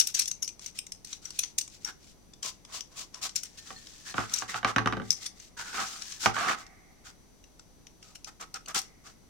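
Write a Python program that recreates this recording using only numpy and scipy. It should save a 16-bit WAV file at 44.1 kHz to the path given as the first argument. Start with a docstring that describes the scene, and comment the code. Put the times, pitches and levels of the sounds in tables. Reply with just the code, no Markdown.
"""A workbench in a small dry room with a faint electrical whine. A snap-off craft knife picks dried glue
out of the joints of a small wooden model body: stick-slip friction makes the strokes hiss, and brittle
fracture flicks off crumbs with bright snips. Half way the body is set down, each impact exciting its
modes and those of the bench. It rocks to rest, is knocked and pushed along, and the scraping goes on."""
import sys
import numpy as np
from scipy import signal
from scipy.fft import rfft, irfft
from scipy.io import wavfile

SR = 44100
rng = np.random.default_rng(int(sys.argv[2]) if len(sys.argv) > 2 else 0)


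def pcm_store(signal):
    """Save signal as 16-bit PCM."""
    levels = np.round(np.clip(np.atleast_2d(signal), -1, 1) * 32767)
    wavfile.write(sys.argv[1], SR, levels.astype(np.int16).T)


N = 409688
TYPICAL_DB = -19.5  # a middling snip or knock; timbre changes with the distance from this level


def amp(db):
    """Decibels to amplitude ratio."""
    return 10 ** (np.asarray(db) / 20)


def unit_rms(x):
    """Normalisation to rms 1."""
    return x / np.sqrt(np.mean(x ** 2) + 1e-20)


def unit_peak(x):
    """Normalisation to peak 1."""
    return x / (abs(x).max() + 1e-20)


def unit_energy(response):
    """Normalisation to energy 1 in each channel."""
    return response / np.linalg.norm(response, axis=-1, keepdims=True)


def curve(points, hz):
    """Interpolation on a logarithmic frequency axis."""
    f, value = np.transpose(points)
    return np.interp(np.log(hz + 1), np.log(f + 1), value)


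def add(mix, s, sound):
    """Superposition: a sound joins the mix at time s."""
    at = round(s * SR)
    sound = sound[..., max(-at, 0):]
    part = mix[:, max(at, 0):][:, :sound.shape[-1]]
    part += sound[..., :part.shape[1]]


def through(x, response):
    """Convolution with an impulse response."""
    return signal.fftconvolve(np.atleast_2d(x), np.atleast_2d(response), axes=1)[:, :x.shape[-1]]


def colour(points, size=2048):
    """Minimum-phase impulse response with the given spectrum."""
    log_gain = np.log(amp(curve(points, abs(np.fft.fftfreq(size, 1 / SR)))))
    return np.fft.ifft(np.exp(np.conj(signal.hilbert(log_gain)))).real[:size // 2]


def resonance(hz, width, size):
    """Lorentzian curve of one resonance, over the spectrum of a sound of the given size."""
    return 1 / (1 + (2 * (np.fft.rfftfreq(size, 1 / SR) - hz) / width) ** 2)


def stereo_noise(correlation, size):
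    """Partial coherence: two channels share part of their noise."""
    shared, own = rng.standard_normal(size), rng.standard_normal((2, size))
    return np.sqrt(correlation) * shared + np.sqrt(1 - correlation) * own


def ring(modes, spread, detune=0, size=12000):
    """Free vibration: damped modes in random phase, scattered between channels by spread radians."""
    t = np.arange(size) / SR
    phases = 2 * np.pi * rng.random((len(modes), 1, 1))
    phases = phases + spread * rng.standard_normal((len(modes), 2, 1))
    grips = 1 + detune * rng.standard_normal(len(modes))  # the fingers load each mode differently
    sound = 0
    for (hz, db, t60), phase, grip in zip(modes, phases, grips):
        onset = (1 - np.exp(-2 * hz * t)) ** 2
        sound += amp(db - 60 * t / t60) * onset * np.sin(2 * np.pi * hz * grip * t + phase)
    return sound / np.linalg.norm(amp([db for _, db, _ in modes]))


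# spectrum of the room air: (frequency [Hz], relative density [dB])
AIR_SPECTRUM = [(20, -9.5), (40, -12.5), (65, -7.5), (110, -9), (175, -9.5), (310, -12.5), (500, -19),
                (900, -23), (1600, -30.5), (3000, -32.5), (5500, -28), (7500, -33.5), (11000, -35),
                (16000, -43.5)]
# hum and whine of appliances: (frequency [Hz], rms level [dB])
APPLIANCE_TONES = [(40, -67.5), (6002, -71.5)]

def background(air_db=-58.5):
    """Stationary sound: the continuous spectrum of room air under the line spectrum of appliances."""
    hz, t = np.fft.rfftfreq(N, 1 / SR), np.arange(N) / SR
    air = irfft(rfft(stereo_noise(0.17, N)) * amp(curve(AIR_SPECTRUM, hz)), N)
    tones = sum(amp(db) * np.sqrt(2) * np.sin(2 * np.pi * f * t) for f, db in APPLIANCE_TONES)
    return amp(air_db) * unit_rms(air) + tones


# hissing strokes: the blade along a joint, fingers dragging on wood, the body pushed along:
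# (start [s], duration [s], hiss level [dB], panel frequency [Hz])
HISSING_STROKES = [(0, 0.03, -26.5, 2400), (0.066, .055, -42, 2500), (0.144, .11, -34, 2640),
                   (0.602, 0.11, -46, 2280), (0.743, 0.058, -45.5, 2000), (1.048, 0.14, -46.5, 2500),
                   (1.213, 0.1, -50, 1400), (1.296, 0.24, -49, 2540), (1.698, 0.1, -52, 2530),
                   (1.801, 0.073, -56, 2000), (1.99, 0.16, -57, 2400), (2.423, 0.096, -34.5, 1070),
                   (2.721, 0.088, -40, 1150), (2.956, 0.1, -39.5, 1090), (3.213, 0.073, -31.5, 1140),
                   (3.35, 0.054, -38, 2500), (3.432, 0.05, -47, 2070), (3.571, 0.035, -48.5, 2500),
                   (3.436, 0.95, -51.5, 1810), (4.302, .15, -40, 2470), (5.01, 0.27, -50.5, 2100),
                   (5.204, 0.087, -42, 2050), (5.345, 0.16, -52.5, 2000), (5.765, 0.29, -43, 1260),
                   (6.004, 0.23, -43, 1700), (6.195, 0.12, -33.5, 1500), (8.743, 0.065, -27, 1310)]

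def strokes(stiff_hz=2400, wood_db=-16.5, db_per_octave=4):
    """Compliance: a slacker, lower panel answers a stroke more loudly. Gives rows for friction()."""
    return [(s, length, db, db + wood_db + db_per_octave * np.log2(stiff_hz / hz), hz)
            for s, length, db, hz in HISSING_STROKES]


def grit(per_s, spread_db, drag, correlation, slip_s=0.0013):
    """Stick-slip: fibres catch and release as noise bursts of uneven size over a smooth drag."""
    sizes = amp(spread_db * np.minimum(rng.exponential(1, N), 3.2))
    catches = rng.random(N) < per_s / SR
    power = signal.lfilter([1], [1, -np.exp(-1 / (slip_s * SR))], (sizes * catches) ** 2)
    return unit_rms(np.sqrt(power / power.mean() + drag) * stereo_noise(correlation, N))


def hand_pressure(length, crest=0.43, chatter_db=1.5, chatter_per_s=110):
    """Amplitude modulation: pressure builds to a crest and eases, wavering as the surfaces catch."""
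    t = np.arange(0, length, 1 / SR)
    progress = t / length
    chatter = np.interp(t * chatter_per_s, np.arange(200), rng.standard_normal(200))
    arch = np.sin(np.pi / 2 * np.interp(progress, [0, crest, 1], [0, 1, 0]))
    return arch ** np.where(progress < crest, 0.82, 1) * amp(chatter_db * chatter)


# spectra of the hissing contact and of rubbed wood: (frequency [Hz], relative density [dB])
HISS_SPECTRUM = [(100, -42), (1200, -21.5), (2500, -5), (4000, -1.5), (5800, 2), (7200, -1), (9000, -8.5),
                 (11000, -16), (15500, -20.5)]
RUB_SPECTRUM = [(60, -23), (220, -2), (350, -9.5), (480, -4.5), (600, -20.5), (760, -17), (1000, -10),
                (1200, 0), (1600, -0.5), (2200, -2), (3500, -8), (7000, -16.5), (16000, -41.5)]
# modes of the wooden body, rubbed or struck: (frequency [Hz], level [dB], decay time T60 [s])
BODY_MODES = [(693, -5, 0.054), (756.3, -4, 0.17), (855, -6, 0.15), (981, -9.5, 0.052), (1163, 5, 0.058),
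              (1278, -5, 0.045), (1370, -10.5, 0.054), (1533, 1.5, 0.042), (1640, -9.5, .06),
              (2000, -12.5, 0.092), (2295, -14.5, 0.026), (3070, -8.5, .04), (3770, -11.5, 0.044)]

def friction(rows, width_hz=240, low_ratio=.6, size=32768):
    """Frictional excitation: the contact hisses while slipping fibres drive the panel and the body."""
    hiss_envelope, wood_envelope, panel = np.zeros((1, N)), np.zeros((1, N)), np.zeros((2, N))
    fibres = grit(per_s=540, spread_db=3, drag=0.58, correlation=0.37)
    for start, length, hiss_db, wood_db, hz in rows:
        pressure = hand_pressure(length)[:size]
        add(hiss_envelope, start, amp(hiss_db) * pressure)
        add(wood_envelope, start, amp(wood_db) * pressure)
        slips = np.take(fibres, round(start * SR) + np.arange(size), axis=1, mode="wrap")
        # the panel bends along and across the grain: a main mode and a weaker, lower one
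        bending = resonance(hz, width_hz, size)
        bending += amp(-6) * resonance(low_ratio * hz, low_ratio * width_hz, size)
        tone = irfft(rfft(slips) * bending)[:, :len(pressure)]
        add(panel, start, amp(wood_db) * pressure * unit_rms(tone))
    fine_grit = grit(per_s=810, spread_db=-6, drag=1, correlation=0.073)
    hiss = through(hiss_envelope * fine_grit, unit_energy(colour(HISS_SPECTRUM)))
    rub = through(wood_envelope * fibres, unit_energy(colour(RUB_SPECTRUM)))
    body = through(wood_envelope * fibres, unit_energy(ring(BODY_MODES, spread=.25)))
    return amp(-1) * hiss + amp(-5) * rub + amp(-14) * body + amp(-4) * panel


# the blade snaps through glue: (time [s], level [dB], swell time [s], brightness [dB])
GLUE_SNIPS = [(.0017, -5.5, 0.0026, 10), (.0122, -16, 0.0036, 1), (.073, -16.5, 0.0024, 13.5),
              (0.1507, -15, .007, 4), (0.1967, -9.5, 0.0047, 9.5), (0.221, -17, 0.0024, 0),
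              (0.2578, -19.5, 0.0016, -1), (0.2816, -19, 0.0049, 8.5), (.314, -14.5, 0.00066, -1),
              (0.4297, -16, 0.0058, 5.5), (0.478, -14.5, 0.00082, -1), (0.5947, -30, 0.00057, -4),
              (0.662, -20.5, .0006, 6), (0.7897, -19.5, 0.0015, 11), (0.868, -30, 0.0016, 6),
              (0.921, -20, 0.00074, 5.5), (1.0488, -27.5, 0.0021, 6), (1.1308, -23.5, 0.0021, -32),
              (1.256, -25.5, 0.0036, 2), (1.3062, -25.5, .001, 1), (1.3922, -9.5, 0.0024, 10.5),
              (1.4379, -17, 0.0034, -42), (1.586, -9, 0.0033, 7), (1.6782, -29.5, 0.00092, 1),
              (1.8489, -18, 0.0019, 0), (2.4306, -21, .0024, -10), (2.808, -21, 0.001, -4),
              (3.1456, -28, 0.0031, -24), (3.294, -28.5, 0.0022, -17), (3.3588, -14, .0007, 5),
              (3.3625, -12.5, 0.00062, 4), (3.435, -22, 0.0026, 8.5), (4.34, -11.5, .0033, 4),
              (4.3872, -16.5, .002, -4), (5.106, -5, 0.00081, -0.5), (5.1292, -19, .0017, 3),
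              (5.265, -22.5, 0.0066, 6), (5.4001, -30, 0.00046, -7), (6.0223, -27, 0.0038, -41),
              (6.123, -26, 0.0025, -28), (8.1575, -34.5, 0.0063, 4), (8.2452, -24, .0006, 0.5),
              (8.4126, -32.5, 0.0044, 5), (8.5422, -22, .0008, 1), (8.685, -25.5, .002, 7),
              (8.7474, -18, 0.0013, 8), (8.7898, -18, 0.00085, 13)]

def snips(catch_chance=.4, catch_s=.02, catch_db=-12):
    """Brittle fracture: a crumb snaps and the blade may catch again. Gives rows for bursts()."""
    rows = []
    for s, db, swell_s, bright_db in GLUE_SNIPS:
        wood_db = -16.5 - 0.63 * (db - TYPICAL_DB) - 0.25 * bright_db  # loud, bright snips: less wood
        fizz_db = bright_db - 15.5
        rows.append((s, db, wood_db, fizz_db, swell_s))
        chance, lag = rng.random(2)
        if chance < catch_chance:
            rows.append((s + catch_s * (.5 + lag), db + catch_db, wood_db, fizz_db, swell_s))
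    return rows


# spectra of a burst's sharp edge, wood and top fizz: (frequency [Hz], relative density [dB])
EDGE_SPECTRUM = [(100, -57.5), (1200, -37.5), (2300, -13.5), (3600, -10.5), (4700, -6.5), (5800, 3.5),
                 (7000, -4), (9000, -10.5), (11000, -34.5), (16000, -35.5)]
WOOD_SPECTRUM = [(100, -35.5), (600, -21), (1200, -7.5), (2300, -4), (3500, -2), (6000, -7.5),
                 (16000, -37.5)]
FIZZ_SPECTRUM = [(100, -63.5), (5000, -15.5), (9300, -3), (11000, -11.5), (13000, -10.5), (16000, -22.5)]
# modes of the blade in its holder: (frequency [Hz], level [dB], decay time T60 [s])
HELD_BLADE_MODES = [(5260, -9, 0.042), (5750, 0, .06), (6240, 0, 0.11), (6320, -4.5, .04),
                    (7940, -8, 0.034), (9280, -12.5, .03), (10400, -11.5, .03), (13000, -16.5, .03)]

def bursts(rows, ping_hz=5744, ping_scatter=0.044, ping_t60=0.023, patchy_db=5, size=4096):
    """Transient excitation: noise swells and dies in a few milliseconds, and blade and wood respond."""
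    out, t = np.zeros((2, N)), np.arange(size) / SR - .01  # t = 0 at the crest
    edge, wood, fizz = colour(EDGE_SPECTRUM), colour(WOOD_SPECTRUM), colour(FIZZ_SPECTRUM)
    bins, knots = np.fft.rfftfreq(size, 1 / SR), np.arange(0, SR / 2, 350)
    pitches = ping_hz * (1 + ping_scatter * rng.standard_normal(len(rows)))
    for (s, db, wood_db, fizz_db, swell_s), hz in zip(rows, pitches):
        rise_s, fall_s = 0.87 * swell_s, 0.0018 + 0.44 * swell_s
        swell = np.exp(-np.where(t < 0, abs(t / rise_s) ** 1.6, t / fall_s))
        swell_rms = np.sqrt(np.mean(swell ** 2))
        ping = ring([(hz, 0, ping_t60)], spread=2.86, size=size)
        # where the edge catches decides which frequencies it favours
        contact = amp(patchy_db * np.interp(bins, knots, rng.standard_normal(len(knots))))
        layers = (edge, -8, .15), (wood, wood_db - 8, .5), (fizz, fizz_db - 7, .1), (ping, -12, .3)
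        for response, layer_db, correlation in layers:
            burst = through(stereo_noise(correlation, size) * swell, response)
            burst = irfft(rfft(burst) * contact)
            add(out, s + t[0], amp(db + layer_db) * swell_rms * unit_rms(burst))
        add(out, s, amp(db - 24) * ring(HELD_BLADE_MODES, spread=1.1, detune=0.019, size=size))
    return out


# wood slides on the bench and in the hand: (start [s], duration [s], level [dB], panel frequency [Hz])
WOOD_SLIDES = [(1.851, 0.067, -43, 1495), (2.668, 0.14, -54.5, 1080), (2.9, 0.095, -62, 1050),
               (3.128, 0.1, -54.5, 1050), (3.654, 0.088, -56.5, 1330), (4.052, 0.082, -48, 1730),
               (4.144, .13, -37.5, 1190), (4.228, 0.27, -50.5, 1290), (4.478, 0.062, -40, 1910),
               (4.534, 0.066, -36, 1380), (4.66, 0.065, -31, 1170), (5.566, 0.073, -39.5, 1580),
               (5.6, 0.3, -45, 1530), (5.738, 0.13, -34, 1250), (5.858, .2, -56.5, 1300),
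               (6.226, 0.046, -39.5, 1460), (6.334, 0.072, -35.5, 1435), (6.368, 0.13, -28.5, 1210),
               (6.46, 0.1, -28, 1264), (6.561, 0.091, -50, 1180), (7.038, 0.086, -55.5, 1434),
               (8.009, 0.15, -65, 1240), (8.264, 0.041, -50, 1320), (8.396, 0.055, -42.5, 1205),
               (8.539, .042, -41.5, 1360), (8.673, 0.055, -42, 1174), (8.743, 0.039, -34, 1304),
               (9.034, 0.097, -56.5, 1250)]

def slides(typical_db=-38, typical_hz=1292, hiss_db=-43, db_per_octave=10.5):
    """Sliding friction: mostly wood sounds; a stiffer panel hisses more. Gives rows for friction()."""
    rows = []
    for s, length, db, hz in WOOD_SLIDES:
        extra_hiss_db = 0.48 * (db - typical_db) + db_per_octave * np.log2(hz / typical_hz)
        rows.append((s, length, hiss_db + extra_hiss_db, db, hz))
    return rows


# the knife touches bare wood: (time [s], level [dB])
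KNIFE_TICKS = [(2.337, -39.5), (2.651, -37.5), (3.673, -39), (3.871, -35), (4.2966, -33), (6.6664, -40.5),
               (7.4418, -44), (7.5962, -39.5), (7.87, -38), (8.0288, -39.5), (8.6608, -36.5)]

def ticks(edge_db=1, fizz_db=-19, swell_s=0.0017):
    """Light impact: the knife meets wood in a dull tick with little fizz. Gives rows for bursts()."""
    return [(s, db + edge_db, -edge_db, fizz_db, swell_s) for s, db in KNIFE_TICKS]


# bending modes of the free blade: (frequency [Hz], level [dB], decay time T60 [s])
FREE_BLADE_MODES = [(1810, -8.5, 0.17), (4300, -0.5, 0.071)]
# the blade is plucked: (time [s], level [dB])
BLADE_PLUCKS = [(3.586, -43), (3.762, -41), (4.108, -40)]

def plucks():
    """Flexural vibration: the blade slips off an edge and rings faintly."""
    out = np.zeros((2, N))
    for s, db in BLADE_PLUCKS:
        add(out, s, amp(db) * ring(FREE_BLADE_MODES, spread=0.86))
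    return out


# the body strikes the bench: (time [s], level [dB], relative thump level [dB])
BODY_KNOCKS = [(3.705, -30.5, -13.5), (4.142, -26.5, -9), (4.181, -15, -12), (4.422, -23, -16.5),
               (4.544, -18, -20), (4.63, -23.5, -16), (4.647, -9, -19), (4.791, -21, -9.5),
               (6.2597, -2.5, -20.5), (6.366, -16.5, -30)]
# spectra of the box's clack and its edge's crack: (frequency [Hz], relative density [dB])
CLACK_SPECTRUM = [(60, -32), (400, -22), (800, -12.5), (1400, 0.5), (2000, -10.5), (2800, -13),
                  (4500, -21.5), (16000, -56.5)]
CRACK_SPECTRUM = [(100, -41), (1500, -3), (3000, -7), (5500, 7), (8000, -17), (11000, -27), (16000, -39)]
# modes of the bench top: (frequency [Hz], level [dB], decay time T60 [s])
BENCH_MODES = [(59.3, -11, 0.28), (111.1, -7, 0.2), (168, -0.5, 0.048), (200.3, -4, 0.19), (248, -0.5, 0.1),
               (275, -6, 0.084), (357, -8.5, 0.11), (439.2, -11, 0.25), (539, -4, .06)]

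def knocks(bounces, scatter_s=0.0035, size=12000):
    """Impact excitation: each knock or bounce scatters in the box, rings it and thumps the bench."""
    out, t = np.zeros((2, N)), np.arange(size) / SR
    clack, crack = colour(CLACK_SPECTRUM), colour(CRACK_SPECTRUM)
    for s, db, thump_db in BODY_KNOCKS + bounces:
        force_db = db - TYPICAL_DB  # a harder knock cracks more and rings less for its size
        blow = (t == 0) + 0.17 * stereo_noise(0.4, size) * np.exp(-t / scatter_s)
        sound = unit_peak(through(blow, clack))
        sound += amp(-20 + .5 * force_db) * unit_peak(through(blow, crack))
        sound += amp(-7 - 0.21 * force_db) * ring(BODY_MODES, spread=0.59, detune=0.016)
        sound += amp(3 + thump_db) * ring(BENCH_MODES, spread=1.1, detune=0.015)
        add(out, s, amp(db) * sound)
    return out


def rocking(start_s=4.762, first_gap_s=.0975, restitution=.672, corner_lag=.215):
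    """Inelastic collision: each bounce comes sooner, weaker and flatter. Gives rows for knocks()."""
    rows, s = [], start_s
    for k in range(6):
        gap = first_gap_s * restitution ** k
        near_corner = (s, -10 - 5 * k, -12 + 2.5 * k)
        far_corner = (s + corner_lag * gap, -11 - 3 * k ** 2, -18)  # soon stops lifting at all
        rows += [near_corner, far_corner]
        s += gap
    return rows


# decay of the room: (frequency [Hz], reverberation time T60 [s])
ROOM_DECAY = [(100, 0.45), (500, 0.21), (2000, 0.21), (6000, 0.22), (15000, 0.15)]

def room(x, gap_s=.003, reflections_per_s=4000, size=20000):
    """Reverberation: close walls return dense reflections, and absorption takes the treble first."""
    taps = rng.standard_normal((2, size))
    taps *= (rng.random((2, size)) < reflections_per_s / SR) & (np.arange(size) > gap_s * SR)
    hz, t, spectra = signal.stft(taps, SR, nperseg=256)
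    decay = amp(-60 * t / curve(ROOM_DECAY, hz)[:, None])
    tail = signal.istft(spectra * decay, SR, nperseg=256)[1]
    return through(x, tail / np.linalg.norm(tail[0]))


# resonances of loose things on the bench: (frequency [Hz], bandwidth [Hz], level [dB])
LOOSE_RESONANCES = [(730, 230, -22.5), (1150, 230, -30.5), (2100, 450, -18.5)]

def loose_things(x, t60=1.8, size=60000):
    """Sympathetic vibration: things on the bench pick up the sound and ring on faintly."""
    tail = sum(amp(db) * irfft(rfft(stereo_noise(0.34, size)) * resonance(hz, width, size))
               for hz, width, db in LOOSE_RESONANCES)
    decay = unit_energy(amp(-60 * np.arange(size) / SR / t60))
    return amp(4) * through(x, tail * decay)


def scene():
    """Superposition: the direct sound of the work, its reverberation, loose things and the background."""
    flicks = bursts(snips() + ticks()) + plucks()
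    blows = knocks(rocking())
    scrapes = friction(strokes() + slides())
    direct = flicks + blows + scrapes
    reverberation = room(amp(-10) * flicks + amp(-7) * blows + amp(-10) * scrapes)
    return direct + reverberation + loose_things(direct) + background()


# imbalance from the resonant left microphone port: (frequency [Hz], left minus right level [dB])
PORT_IMBALANCE = [(50, -2), (180, 5.5), (400, 1.5), (800, -2.5), (2000, -4), (3600, -1.5), (4900, 2.5),
                  (5800, 16.5), (6800, 7), (8200, 1.5), (11000, -4), (16000, -8.5)]

def record(dry, cutoff_hz=16100):
    """Port resonance colours the channels; clipping at full scale and a low-pass filter follow."""
    hz, lean_db = np.transpose(PORT_IMBALANCE)
    right_db = -10 * np.log10((1 + amp(lean_db) ** 2) / 2)  # keeps the mean power of the two channels
    ports = np.array([colour(np.c_[hz, right_db + lean_db]), colour(np.c_[hz, right_db])])
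    clipped = np.clip(through(dry, ports), -1, 1)
    low_pass = signal.firwin(511, cutoff_hz, window=("kaiser", 9), fs=SR)
    return signal.oaconvolve(clipped, low_pass[None], "same")


dry = scene()
out = record(dry)
pcm_store(out)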